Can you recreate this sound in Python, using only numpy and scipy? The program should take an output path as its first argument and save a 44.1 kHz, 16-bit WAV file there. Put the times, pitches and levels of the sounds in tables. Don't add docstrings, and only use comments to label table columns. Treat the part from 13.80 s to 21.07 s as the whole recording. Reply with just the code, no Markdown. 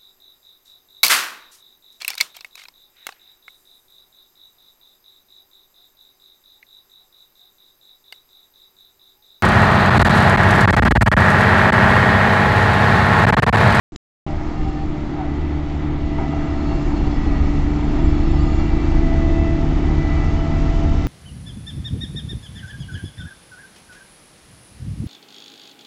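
import sys
import numpy as np
from scipy import signal
from scipy.fft import rfft, irfft, next_fast_len
from scipy.io import wavfile

SR = 44100
rng = np.random.default_rng(int(sys.argv[2]) if len(sys.argv) > 2 else 0)


def bounce(signal):
    frames = np.transpose(np.atleast_2d(signal))
    limited = np.clip(frames, -1, 1)
    pcm = np.round(limited * 32767).astype(np.int16)
    wavfile.write(sys.argv[1], SR, pcm)


N = 320607
TIME = np.arange(N) / SR

# time_s, turns_per_s
CRANK_SPEED = [(0.55, 37.8), (1.2, 37.42), (1.8, 37.08), (2.08, 37.08), (2.33, 36.88), (2.95, 36.6),
               (3.2, 36.74), (4.2, 36.78), (5.08, 37.0), (5.33, 36.86), (5.7, 36.86), (5.95, 37.1),
               (6.2, 36.82), (6.45, 36.8), (7.2, 37.28)]
# centre_s, width_s, lost_turns_per_s
LOAD_SAGS = [(1.55, 0.11, 0.5), (3.56, 0.15, 0.9)]
# crank_multiple, level_db, distance_share, waver_db
ENGINE_ORDERS = [(3, -48.5, 1.1, -0.5), (5, -53, 0.59, 4), (6, -34.5, 1.8, -0.5), (7, -34, 2.2, 3),
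                 (10, -48.5, 0.96, 4), (16, -51.5, 0.44, 4.5), (21, -49, 0.3, 0.5)]
# centre_s, width_s, rise_db
FIRING_BOOMS = [(1.56, 0.11, 7), (1.85, 0.15, 4), (2.7, 0.5, 5), (3.62, 0.14, 7.5), (4.58, 0.18, 10),
                (5.55, 0.33, 8.5), (6.35, 0.44, 6), (7.15, 0.2, 9)]
# centre_s, width_s, rise_db
OCTAVE_SWELLS = [(4.55, 0.18, 3.5), (6.7, 0.69, 3)]
# frequency_hz, density_db
EXHAUST_SPECTRUM = [(60, -14.5), (110, -1), (160, -0.5), (230, -1.5), (320, -0.5), (375, -4), (430, -10.5),
                    (500, -17), (700, -42.5), (1200, -47.5)]
BLOCK_SPECTRUM = [(350, -15.5), (500, -7), (620, -1), (780, 3), (920, 0.5), (1060, -5), (1250, -3.5),
                  (1550, -10), (1950, -7.5), (2300, -12), (3000, -37)]
VALVE_SPECTRUM = [(1500, -26.5), (2200, 0.5), (2700, 1), (3300, -0.5), (4000, -4.5), (5500, -22)]
GROUND_SPECTRUM = [(7, -3), (25, -0.5), (45, -7), (70, -5.5), (100, -15), (140, -17.5), (250, -46.5)]

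# time_s, level_db
PISTON_LEVEL = [(0.6, -38), (1.65, -34), (1.95, -38.5), (2.3, -38.5), (3.25, -33.5), (3.5, -49),
                (3.95, -38.5), (4.25, -28.5), (4.85, -28), (5.7, -25.5), (6.25, -32), (6.55, -37),
                (6.8, -33.5), (7.25, -44)]
# harmonic, level_db, distance_share
PUMP_HARMONICS = [(2, -44.5, 1.1), (3, -64.5, 3), (4, -53, 1.4), (6, -51.5, 1.5), (7, -57, 3.1),
                  (8, -57.5, 2.1), (9, -63.5, 1.9), (10, -67, 1.6), (11, -63.5, 2), (13, -70, 2),
                  (14, -74, 1.8)]
# start_s, end_s, harmonic, level_db
PRESSURE_SURGES = [(0.443, 0.65, 2, -41.5), (1.417, 1.475, 2, -32.5), (2.225, 3.07, 2, -38.5),
                   (5.227, 5.851, 2, -33), (5.885, 6.4, 2, -41), (6.467, 6.921, 2, -36),
                   (6.954, 7.17, 2, -33.5), (2.355, 2.98, 4, -50), (6.22, 7.3, 4, -48.5),
                   (1.42, 1.795, 6, -53), (2.237, 2.834, 6, -47.5), (3.34, 3.427, 6, -42.5),
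                   (3.485, 3.587, 6, -43.5), (3.656, 3.78, 6, -48.5), (4.46, 5.25, 6, -50.5),
                   (5.282, 5.737, 6, -41.5), (6.048, 6.202, 6, -44.5), (6.207, 6.493, 6, -40.5),
                   (6.686, 6.97, 6, -45), (7.14, 7.298, 6, -48), (2.352, 3.05, 7, -58),
                   (3.502, 3.73, 7, -51), (4.25, 4.417, 7, -49), (4.72, 5.147, 7, -49),
                   (6.12, 6.45, 7, -49), (3.374, 3.6, 8, -56), (5.5, 5.85, 8, -52), (5.82, 6.0, 9, -55),
                   (6.03, 6.45, 9, -58), (6.53, 6.67, 9, -51), (6.88, 7.24, 9, -55.5)]
# centre_s, width_s, rise_db
WIND_GUSTS = [(0.8, 0.18, 3.5), (1.1, 0.026, 2.5), (2.23, 0.069, 6.5), (3.25, 0.54, 2), (4.28, 0.065, 7),
              (6.1, 0.53, -0.5)]
# centre_s, width_s, level_db
WIND_THUMPS = [(0.813, 0.004, -14), (3.019, 0.003, -15), (3.276, 0.003, -10.5), (3.61, 0.003, -11.5),
               (3.745, 0.003, -13), (4.279, 0.004, -8), (4.628, 0.003, -14)]

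# time_s, level_db
GRAVEL_LEVEL = [(0.5, -57), (0.85, -58.5), (1.25, -59.5), (2.1, -59), (2.95, -54), (3.9, -53.5),
                (4.65, -54.5), (5.1, -53), (5.9, -52.5), (6.45, -52), (7.25, -52)]
# frequency_hz, density_db
GRAVEL_SPECTRUM = [(2500, -22.5), (3800, -2.5), (4500, 3), (5500, 2), (6500, -0.5), (7500, -6),
                   (9000, -16.5)]
# pitch_hz, relative_db
SHELL_MODES = [(1222, 13.5), (2768, 5), (3402, 1.5), (3900, -1.5), (4215, -0.5), (4387, -1), (4572, 0),
               (5001, -2), (5303, -3), (5905, -9), (6510, -10), (6788, -7.5), (7305, -5.5)]
# centre_s, width_s, rise_db
GRIT_RUBS = [(0.9, 0.16, 8), (3.05, 0.63, 10.5), (4.6, 0.49, 12.5), (6.4, 0.19, 10)]
# centre_s, width_s, pitch_hz, level_db, glide_hz_per_s
STONE_SQUEAKS = [(0.482, 0.01, 770, -35, 2000), (0.535, 0.012, 790, -37, 2000), (0.80, 0.025, 780, -39, 0),
                 (0.872, 0.018, 778, -31, 0), (0.81, 0.03, 1780, -51, 0), (0.98, 0.015, 1775, -46, 0),
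                 (0.95, 0.02, 780, -38, 0), (1.025, 0.03, 782, -35, 0), (1.412, 0.016, 760, -30, -1300),
                 (2.415, 0.02, 778, -37, 0), (2.91, 0.05, 4387, -54, 0), (2.97, 0.04, 2767, -53, 0),
                 (3.33, 0.03, 4575, -57, 0), (3.56, 0.03, 4387, -56, 0), (4.5, 0.05, 4387, -58, 0),
                 (4.61, 0.06, 4572, -57, 0), (4.81, 0.035, 2772, -50, 0), (4.82, 0.04, 5782, -59, -300)]
# start_s, decay_s, level_db, frame_pitch_ratio
STONE_BREAKS = [(0.467, 0.05, -33, 1), (1.378, 0.045, -30, 0.975), (2.378, 0.055, -24.5, 1),
                (2.52, 0.06, -32, 1), (3.09, 0.07, -34, 1), (3.24, 0.05, -34, 1), (4.02, 0.04, -33, 1),
                (4.16, 0.05, -32, 1), (4.53, 0.06, -33, 1), (4.78, 0.05, -34, 1)]
# pitch_hz, width_hz, relative_db
FRAME_MODES = [(665, 45, -11), (775, 45, -1), (942, 55, -1), (1230, 110, -2), (2030, 180, -2.5),
               (2720, 120, -12)]
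# frequency_hz, gain_db
FRAME_SPECTRUM = [(300, -5.5), (700, 8), (2000, -5.5), (4000, -13.5), (7000, -33)]

# time_s, turns_per_s
WEIGHT_SPEED = [(2.2, 11.5), (2.85, 16.6), (3.25, 19.8), (4.0, 24.27), (4.5, 26.1), (5.0, 26.85),
                (5.5, 27.3), (6.0, 27.7), (6.5, 27.87), (7.27, 28.15)]
# weight_multiple, grounded_db, bouncing_db
POUNDING_TONES = [(1, -19, -21.5), (1.5, -44, -20.5), (2, -21, -38.5), (3, -23.5, -26), (3.5, -55, -31),
                  (4, -37, -44.5), (4.5, -55, -46.5), (5, -40, -42.5), (6, -43, -36.5)]
# weight_multiple, level_db
MOTOR_HUM = [(14.5, -44), (16.5, -46.5), (27, -54)]


def from_db(db):
    return 10 ** (np.asarray(db) / 20)


def rms_one(x):
    return x / np.sqrt(np.mean(x ** 2) + 1e-20)


def curve(rows):
    return np.interp(TIME, *np.transpose(rows))


def swell(centre_s, width_s):
    return np.exp(-.5 * np.minimum(((TIME - centre_s) / width_s) ** 2, 100))


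def swells(rows):
    return sum(height * swell(centre_s, width_s) for centre_s, width_s, height in rows)


def step(at_s, edge_s):
    return .5 + .5 * np.tanh((TIME - at_s) / (2 * edge_s))


def drift(rate_hz):
    hop, run_in = 40, 2000
    pole = np.exp(-2 * np.pi * rate_hz * hop / SR)
    noise = rng.standard_normal(N // hop + run_in + 2)
    slow = signal.lfilter([1], [1, -2 * pole, pole * pole], noise)[run_in:]
    return np.interp(np.arange(N) / hop, np.arange(len(slow)), rms_one(slow))


def coloured(x, spectrum):
    size = next_fast_len(N)
    hz, db = np.transpose(spectrum)
    bin_hz = np.maximum(np.arange(size // 2 + 1) * SR / size, 1)
    skirts = np.minimum(bin_hz / hz[0], 1) ** 2 * np.minimum(hz[-1] / bin_hz, 1) ** 2
    gain = from_db(np.interp(np.log(bin_hz), np.log(hz), db))
    return rms_one(irfft(rfft(x, size) * skirts * gain, size)[:N])


def resonance(x, hz, width_hz):
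    r = np.exp(-np.pi * width_hz / SR)
    return rms_one(signal.lfilter([1, 0, -1], [1, -2 * r * np.cos(2 * np.pi * hz / SR), r * r], x))


def tone(turns, multiple, db, waver_db):
    angle = 2 * np.pi * (multiple * turns + rng.random())
    return np.sqrt(2) * from_db(db + waver_db * drift(5.7)) * np.sin(angle)


def pulsed_noise(cycles, fall_db):
    return rng.standard_normal(N) * from_db(-fall_db * (cycles % 1))


def drive_past(closest_s, closest_m, speed_m_per_s):
    return -20 * np.log10(np.hypot(1, speed_m_per_s * (TIME - closest_s) / closest_m))


def at_microphone(close_db, distance_db, share, waver_db):
    return from_db(close_db + share * distance_db + waver_db * drift(4.2))


def opening_burst(dry, start_s, click_s):
    opening = np.clip((TIME - start_s) / (click_s - start_s), 0, 1) ** .5 * (TIME < click_s)
    muffled = signal.sosfilt(signal.butter(1, 500, fs=SR, output="sos"), dry * opening)
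    hiss = from_db(-55.5) * rng.standard_normal(N)
    burst = from_db(-16) * muffled + (opening > 0) * (0.22 * dry + hiss)
    snap = ((TIME >= click_s) & (TIME < click_s + 0.002)) * (rng.standard_normal(N) - 0.8)
    click = from_db(-21.5) * signal.sosfilt(signal.butter(1, 3500, fs=SR, output="sos"), snap)
    return burst + click


def diesel(turns, distance_db):
    firings = 2 * turns
    tones = tone(firings, 1, -32 + swells(FIRING_BOOMS), waver_db=1.5)
    tones += tone(firings, 2, -28.5 + 0.84 * distance_db + swells(OCTAVE_SWELLS), waver_db=2.0)
    tones += sum(tone(turns, multiple, db + share * distance_db, waver_db)
                 for multiple, db, share, waver_db in ENGINE_ORDERS)
    drone = tone(turns, 8, -31.5 + 6 * swell(centre_s=4.04, width_s=1.43), waver_db=0.87)
    roar = at_microphone(-28, distance_db, share=0.64, waver_db=0.65)
    roar *= coloured(pulsed_noise(firings, fall_db=2.0), EXHAUST_SPECTRUM)
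    block = at_microphone(-35.5, distance_db, share=0.69, waver_db=0.96)
    block *= coloured(rng.standard_normal(N), BLOCK_SPECTRUM)
    valves = at_microphone(-47, distance_db, share=0.85, waver_db=0.43)
    valves *= coloured(pulsed_noise(firings, fall_db=-0.5), VALVE_SPECTRUM)
    return tones + drone + roar + block + valves


def hydraulic_pump(turns, distance_db):
    strokes = 9 * turns + 0.0048 * drift(16)
    whine = tone(strokes, 1, curve(PISTON_LEVEL), waver_db=0.5)
    for harmonic, db, share in PUMP_HARMONICS:
        surge = sum(from_db(surge_db) * (step(start_s, edge_s=0.025) - step(end_s, edge_s=0.025))
                    for start_s, end_s, singing, surge_db in PRESSURE_SURGES if singing == harmonic)
        resting = from_db(db + share * distance_db + 2.0 * drift(3.5))
        flutter_db = 0.42 * harmonic * drift(40)
        whine += np.hypot(resting, surge) * tone(strokes, harmonic, flutter_db, waver_db=-0.5)
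    return whine


def ground_and_wind(distance_db):
    gain = at_microphone(-24.5, distance_db, share=0.15, waver_db=1.0) * from_db(swells(WIND_GUSTS))
    return gain * coloured(rng.standard_normal(N), GROUND_SPECTRUM)


def gravel_hiss(weight_turns):
    grains = pulsed_noise(weight_turns, fall_db=0.5)
    grains *= from_db(3.1 * np.minimum(rng.exponential(1, N), 6))
    return from_db(curve(GRAVEL_LEVEL) + 0.9 * drift(3.7)) * coloured(grains, GRAVEL_SPECTRUM)


def rubbed_shell():
    ring = sum(from_db(db + 2.5 * drift(2.8)) * resonance(rng.standard_normal(N), hz, width_hz=24)
               for hz, db in SHELL_MODES)
    return from_db(-56.5 + swells(GRIT_RUBS)) * rms_one(ring)


def breaking_stones(attack_s=0.007):
    cracks_per_s = 7000
    cracks = rng.standard_normal(N) * (rng.random(N) < cracks_per_s / SR)
    thud = from_db(-6.5) * resonance(resonance(cracks, hz=378, width_hz=110), hz=370, width_hz=100)
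    clanks = {}
    for ratio in {row[3] for row in STONE_BREAKS}:
        ring = sum(from_db(db) * resonance(cracks, hz * ratio, width) for hz, width, db in FRAME_MODES)
        clanks[ratio] = coloured(ring, FRAME_SPECTRUM)
    out = np.zeros(N)
    for start_s, decay_s, db, ratio in STONE_BREAKS:
        age_s = TIME - start_s
        envelope = np.clip(age_s / attack_s, 0, 1) * np.exp(-np.abs(age_s) / decay_s)
        out += from_db(db) * envelope * (clanks[ratio] + thud)
    return out


def squeaking_stones():
    slip_cycles = 0.059 * drift(30)
    out = np.zeros(N)
    for centre_s, width_s, hz, db, glide_hz_per_s in STONE_SQUEAKS:
        cycles = hz * TIME + .5 * glide_hz_per_s * (TIME - centre_s) ** 2 + slip_cycles
        out += np.sqrt(2) * from_db(db) * swell(centre_s, width_s) * np.sin(2 * np.pi * cycles)
    return out


def wind_thumps():
    return sum(from_db(db) * swell(centre_s, width_s) for centre_s, width_s, db in WIND_THUMPS)


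def shaken_frame(spin_hz, turns, resonance_hz=20.8, width_hz=5.4):
    shaking = np.exp(-.5 * ((spin_hz - resonance_hz) / width_hz) ** 2)
    shudder = from_db(-28) * coloured(pulsed_noise(turns, fall_db=11.5), EXHAUST_SPECTRUM)
    rattle = from_db(-41.5) * coloured(pulsed_noise(turns, fall_db=3.0), BLOCK_SPECTRUM)
    return shaking * (shudder + rattle)


def pounding_drum(spin_hz, turns, full_spin_hz=32):
    force = step(at_s=2.79, edge_s=0.065) * (spin_hz / full_spin_hz) ** 0.7
    bouncing = step(at_s=5.46, edge_s=0.031)
    lowest_hz = 21
    blows = np.zeros(N)
    for multiple, grounded_db, bouncing_db in POUNDING_TONES:
        db = grounded_db + (bouncing_db - grounded_db) * bouncing
        bass_loss = np.hypot(1, (lowest_hz / (multiple * spin_hz)) ** 4)
        blows += tone(turns, multiple, db, waver_db=2.3) / bass_loss
    motor = sum(tone(turns, multiple, db, waver_db=1.5) for multiple, db in MOTOR_HUM)
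    return force * (blows + swell(centre_s=6.0, width_s=1.4) * motor)


def scene():
    crank_turns = np.cumsum(curve(CRANK_SPEED) - swells(LOAD_SAGS)) / SR
    spin_hz = curve(WEIGHT_SPEED)
    weight_turns = np.cumsum(spin_hz) / SR
    distance_db = drive_past(closest_s=6.14, closest_m=5.47, speed_m_per_s=1.37)
    mix = diesel(crank_turns, distance_db) + hydraulic_pump(crank_turns, distance_db)
    mix += ground_and_wind(distance_db) + gravel_hiss(weight_turns) + rubbed_shell()
    mix += breaking_stones() + squeaking_stones() + wind_thumps()
    mix += shaken_frame(spin_hz, weight_turns) + pounding_drum(spin_hz, weight_turns)
    return mix[None]


def record(dry):
    on_s, fade_s, cutoff_hz = 0.4645, 0.001, 7780
    burst = opening_burst(dry, start_s=0.121, click_s=0.160)
    sustained = dry * np.clip((TIME - on_s) / fade_s, 0, 1)
    top_cut = signal.ellip(6, .3, 36, cutoff_hz, fs=SR, output="sos")
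    return signal.sosfilt(top_cut, burst + sustained)


dry = scene()
out = record(dry)
bounce(out)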